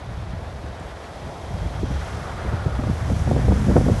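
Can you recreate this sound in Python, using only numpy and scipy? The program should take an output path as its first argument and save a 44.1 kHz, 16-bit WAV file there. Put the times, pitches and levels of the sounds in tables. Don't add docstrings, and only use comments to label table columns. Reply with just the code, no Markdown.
import sys
import numpy as np
from scipy import signal
from scipy.fft import rfft, irfft
from scipy.io import wavfile
from scipy.ndimage import uniform_filter1d

SR = 44100
rng = np.random.default_rng(int(sys.argv[2]) if len(sys.argv) > 2 else 0)


def bounce(signal):
    frames = np.transpose(np.atleast_2d(signal))
    limited = np.clip(frames, -1, 1)
    pcm = np.round(limited * 32767).astype(np.int16)
    wavfile.write(sys.argv[1], SR, pcm)


N = 176400
T = np.arange(N) / SR

# time_s, roar_db, gravel_db, grit_db, air_db
ROAD_FADERS = [(0, -41, -45.5, -53, -61), (.52, -39, -45.5, -53.5, -60.5), (1.05, -38, -45.5, -52, -58),
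               (1.39, -36, -46.5, -51.5, -57), (1.85, -36, -40.5, -50, -55), (2.09, -36.5, -41, -47.5, -52),
               (2.28, -34.5, -40, -50, -54), (2.58, -34.5, -39, -49, -55.5),
               (2.8, -35.5, -41.5, -50, -54.5), (2.96, -35.5, -40, -49.5, -52.5),
               (3.21, -36, -40, -48.5, -49.5), (3.41, -34, -40.5, -48, -50.5),
               (3.7, -36.5, -39, -48, -48.5), (3.88, -34, -39.5, -47, -47.5), (4, -31.5, -38, -46.5, -47)]
# frequency_hz, relative_db
ROAR_SPECTRUM = [(100, -28), (200, -6.5), (330, -4), (490, -2.5), (680, -0.5), (850, -5), (1100, -11),
                 (1600, -40), (3000, -46)]
GRAVEL_SPECTRUM = [(500, -15.5), (850, -2.5), (1100, -0.5), (1450, -1), (1700, -3), (1950, -4.5),
                   (2300, -11.5), (3000, -18), (5000, -53)]
GRIT_SPECTRUM = [(1400, -21), (2200, 1), (2800, -3), (3300, 1), (4200, -3), (5000, -6), (6500, -19),
                 (10000, -40)]
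AIR_SPECTRUM = [(3000, -56), (4800, 1.5), (5900, 4.5), (7000, 0.5), (8000, -1), (9300, -3), (11500, -4.5),
                (14000, -55)]
# pitch_hz, width_hz, relative_db
TYRE_RESONANCES = [(1197, 56, -0.5), (1295, 24, -3), (1427, 64, 0), (1645, 29, -7)]
HISS_RESONANCES = [(5800, 770, 0)]
# time_s, level_db
WIND_FADER = [(0, -39.5), (.09, -31.5), (.37, -33.5), (.48, -35.5), (.68, -32), (.77, -39.5), (.83, -35),
              (1.0, -41.5), (1.18, -40), (1.27, -32.5), (1.34, -43.5), (1.5, -30), (1.66, -25),
              (1.72, -32.5), (1.95, -24), (2.07, -35), (2.19, -28), (2.28, -34.5), (2.48, -26.5),
              (2.62, -29), (2.75, -28), (2.84, -24), (2.9, -20.5), (2.97, -30), (3.07, -20.5), (3.23, -22),
              (3.3, -18), (3.42, -20.5), (3.52, -17), (3.59, -20), (3.69, -17), (3.78, -19), (3.84, -20),
              (3.92, -19), (4, -24)]
# frequency_hz, relative_db
LIGHT_WIND_SPECTRUM = [(20, -32), (32, -10), (45, -6), (62, 1.5), (85, -0.5), (120, -5.5), (180, -11.5),
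                       (270, -26), (500, -40), (1200, -90)]
STRONG_WIND_SPECTRUM = [(15, -45), (30, -26), (45, -27), (62, 0.5), (85, -20), (118, 0), (165, -8),
                        (210, -2), (260, -8.5), (330, -16), (500, -24), (900, -58), (2000, -79)]
# start_s, thump_db, flutter_db, cutoff_hz, rise_s
EDDIES = [(0.099, -23.5, -37, 160, 0.0035), (0.332, -19.5, -38, 220, 0.0034),
          (0.635, -28, -32, 400, 0.0046), (0.806, -28, -36, 300, 0.0055), (1.265, -31.5, -35, 200, .004),
          (1.544, -30, -36, 200, 0.003), (1.606, -28, -38, 200, .004), (1.655, -31, -31, 450, 0.0039),
          (1.831, -14.5, -17.5, 420, 0.0029), (1.903, -13.5, -23.5, 231, 0.0035),
          (1.949, -28, -40, 250, .004), (2.449, -18, -24.5, 450, 0.0036), (2.527, -12, -22, 228, 0.0032),
          (2.538, -18, -33, 1000, 0.0015), (2.659, -19, -17.5, 475, 0.002), (2.664, -14, -13.5, 207, 0.003),
          (2.788, -19.5, -20, 303, 0.0043), (2.837, -26, -15.5, 1160, 0.0014),
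          (2.868, -20, -24.5, 656, 0.0033), (2.889, -10, -28, 500, .004), (3.098, -25, -19.5, 1040, .002),
          (3.116, -24, -12.5, 210, 0.0036), (3.271, -19, -18.5, 836, .0025), (3.311, -17, -11, 710, 0.0027),
          (3.358, -9.5, -17, 685, 0.0054), (3.391, -27, -17.5, 710, 0.0015),
          (3.481, -10, -14.5, 740, 0.0027), (3.506, -17, -20, 220, 0.0063), (3.519, -12, -13, 770, 0.002),
          (3.556, -19, -24, 470, 0.0057), (3.678, -21, -20.5, 600, 0.0064),
          (3.699, -23, -15.5, 600, 0.0025), (3.71, -32, -13.5, 700, 0.0035), (3.738, -20, -26, 200, 0.0032),
          (3.757, -10, -6.5, 260, 0.0038), (3.76, -23, -9, 740, 0.0039), (3.765, -23, -11.5, 1540, 0.0017),
          (3.775, -6, -9, 690, 0.0027), (3.81, -25, -15.5, 750, 0.0017), (3.861, -9, -19, 506, 0.0041),
          (3.881, -22, -11, 660, 0.0035), (3.896, -33, -13, 580, 0.0027)]

ROAR_TRIM_DB, GRAVEL_TRIM_DB, GRIT_TRIM_DB, AIR_TRIM_DB = -1, -0.42, 0.98, 1
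RUMBLE_TRIM_DB, THUMP_TRIM_DB = 1, -3.5
LIGHT_WIND_DB, STRONG_WIND_DB = -22.5, -13.5


def from_db(db):
    return 10 ** (np.asarray(db) / 20)


def unit_rms(x):
    return x / np.sqrt(np.mean(x ** 2) + 1e-20)


def fader_curves(rows):
    time_s, *columns = np.transpose(rows)
    return [np.interp(T, time_s, column) for column in columns]


def filtered(x, hz, kind, order):
    return signal.sosfilt(signal.butter(order, hz, kind, fs=SR, output="sos"), x)


def coloured(noise, spectrum):
    hz, db = np.transpose(spectrum)
    bins_hz = np.maximum(np.fft.rfftfreq(N, 1 / SR), 1)
    gain = from_db(np.interp(np.log(bins_hz), np.log(hz), db))
    return unit_rms(irfft(rfft(noise) * gain, N))


def noise_band(edges_hz):
    return unit_rms(filtered(rng.standard_normal(N), edges_hz, "band", order=2))


def drift(rate_hz):
    bins_hz = np.fft.rfftfreq(N, 1 / SR)
    return unit_rms(irfft(rfft(rng.standard_normal(N)) / (1 + (bins_hz / rate_hz) ** 2), N))


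def swell(peak_s, half_s, level_db):
    return from_db(level_db) * np.exp(-((T - peak_s) / half_s) ** 2)


def burst(noise, rise_s, window_samples):
    envelope = np.sqrt(2 * uniform_filter1d(noise * noise, size=window_samples) + 1e-12)
    even = (noise / envelope)[len(noise) // 2:]
    age = T[:len(even)] / rise_s
    return even * age * np.exp(1 - age)


def rush(spectrum, level_db, flicker_db, rate_hz):
    return from_db(level_db + flicker_db * drift(rate_hz)) * coloured(rng.standard_normal(N), spectrum)


def resonant_noise(resonances):
    return unit_rms(sum(from_db(db) * noise_band([hz - width / 2, hz + width / 2])
                        for hz, width, db in resonances))


def road_bed():
    roar_db, gravel_db, grit_db, air_db = fader_curves(ROAD_FADERS)
    return (rush(ROAR_SPECTRUM, roar_db + ROAR_TRIM_DB, flicker_db=0.8, rate_hz=30)
            + rush(GRAVEL_SPECTRUM, gravel_db + GRAVEL_TRIM_DB, flicker_db=1.7, rate_hz=15)
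            + rush(GRIT_SPECTRUM, grit_db + GRIT_TRIM_DB, flicker_db=0.73, rate_hz=16)
            + rush(AIR_SPECTRUM, air_db + AIR_TRIM_DB, flicker_db=0.74, rate_hz=29))


def whistle(pitch_hz=3240, waver_hz=9):
    hz = pitch_hz + waver_hz * drift(rate_hz=14)
    tone = unit_rms(np.sin(2 * np.pi * np.cumsum(hz) / SR))
    return swell(peak_s=1.8, half_s=0.33, level_db=-57.5) * tone


def narrow_hiss():
    return swell(peak_s=1.9, half_s=0.16, level_db=-56) * resonant_noise(HISS_RESONANCES)


def stone_tick(start_s=0.795, rise_s=0.003, level_db=-55):
    age = np.maximum(T - start_s, 0) / rise_s
    return from_db(level_db) * age * np.exp(1 - age) * noise_band(edges_hz=(7000, 9200))


def tyre_ring():
    return swell(peak_s=2.52, half_s=0.51, level_db=-42.5) * resonant_noise(TYRE_RESONANCES)


def wind_rumble(puff_db=1.6, evenness=0.6):
    wind_db, = fader_curves(WIND_FADER)
    flow = rng.standard_normal(N)
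    strength = np.clip((wind_db - LIGHT_WIND_DB) / (STRONG_WIND_DB - LIGHT_WIND_DB), 0, 1)
    light, strong = coloured(flow, LIGHT_WIND_SPECTRUM), coloured(flow, STRONG_WIND_SPECTRUM)
    rumble = (1 - strength) * light + strength * strong
    envelope = np.sqrt(uniform_filter1d(rumble * rumble, size=2600) + 1e-9)
    steadied = rumble / envelope ** evenness
    puffs = from_db(puff_db * drift(rate_hz=24))
    return from_db(wind_db + RUMBLE_TRIM_DB) * unit_rms(puffs * steadied)


def eddy_buffets(thump_band_hz=(67.6, 155), port_ring_hz=(478, 516)):
    track = np.zeros(N + SR)
    for start_s, thump_db, flutter_db, cutoff_hz, rise_s in EDDIES:
        thump_noise, flutter_noise = rng.standard_normal((2, SR // 5))
        low_end = filtered(thump_noise, thump_band_hz, "band", order=2)
        thump = burst(low_end, rise_s=0.0076, window_samples=900)
        darkened = filtered(flutter_noise, 417, "low", order=1)
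        mids = filtered(darkened, 130, "high", order=2)
        body = filtered(mids, cutoff_hz, "low", order=5)
        skirt = filtered(mids[::-1], 2 * cutoff_hz, "low", order=4)
        flutter = burst(body + from_db(-17) * skirt, rise_s, window_samples=300)
        ring = from_db(-1) * filtered(flutter, port_ring_hz, "band", order=1)
        hit = from_db(thump_db + THUMP_TRIM_DB) * thump + from_db(flutter_db) * (flutter + ring)
        start = int(start_s * SR)
        track[start:start + len(hit)] += hit
    return track[:N]


def scene(wind_low_cut_hz=24.5):
    resonances = tyre_ring() + narrow_hiss()
    wind = filtered(wind_rumble() + eddy_buffets(), wind_low_cut_hz, "high", order=2)
    return (wind + road_bed() + resonances + whistle() + stone_tick())[None]


def record(dry):
    rounded = dry / (1 + dry ** 6) ** (1 / 6)
    high_cut = signal.ellip(12, 0.1, 90, 11750, fs=SR, output="sos")
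    return signal.sosfilt(high_cut, rounded)


dry = scene()
out = record(dry)
bounce(out)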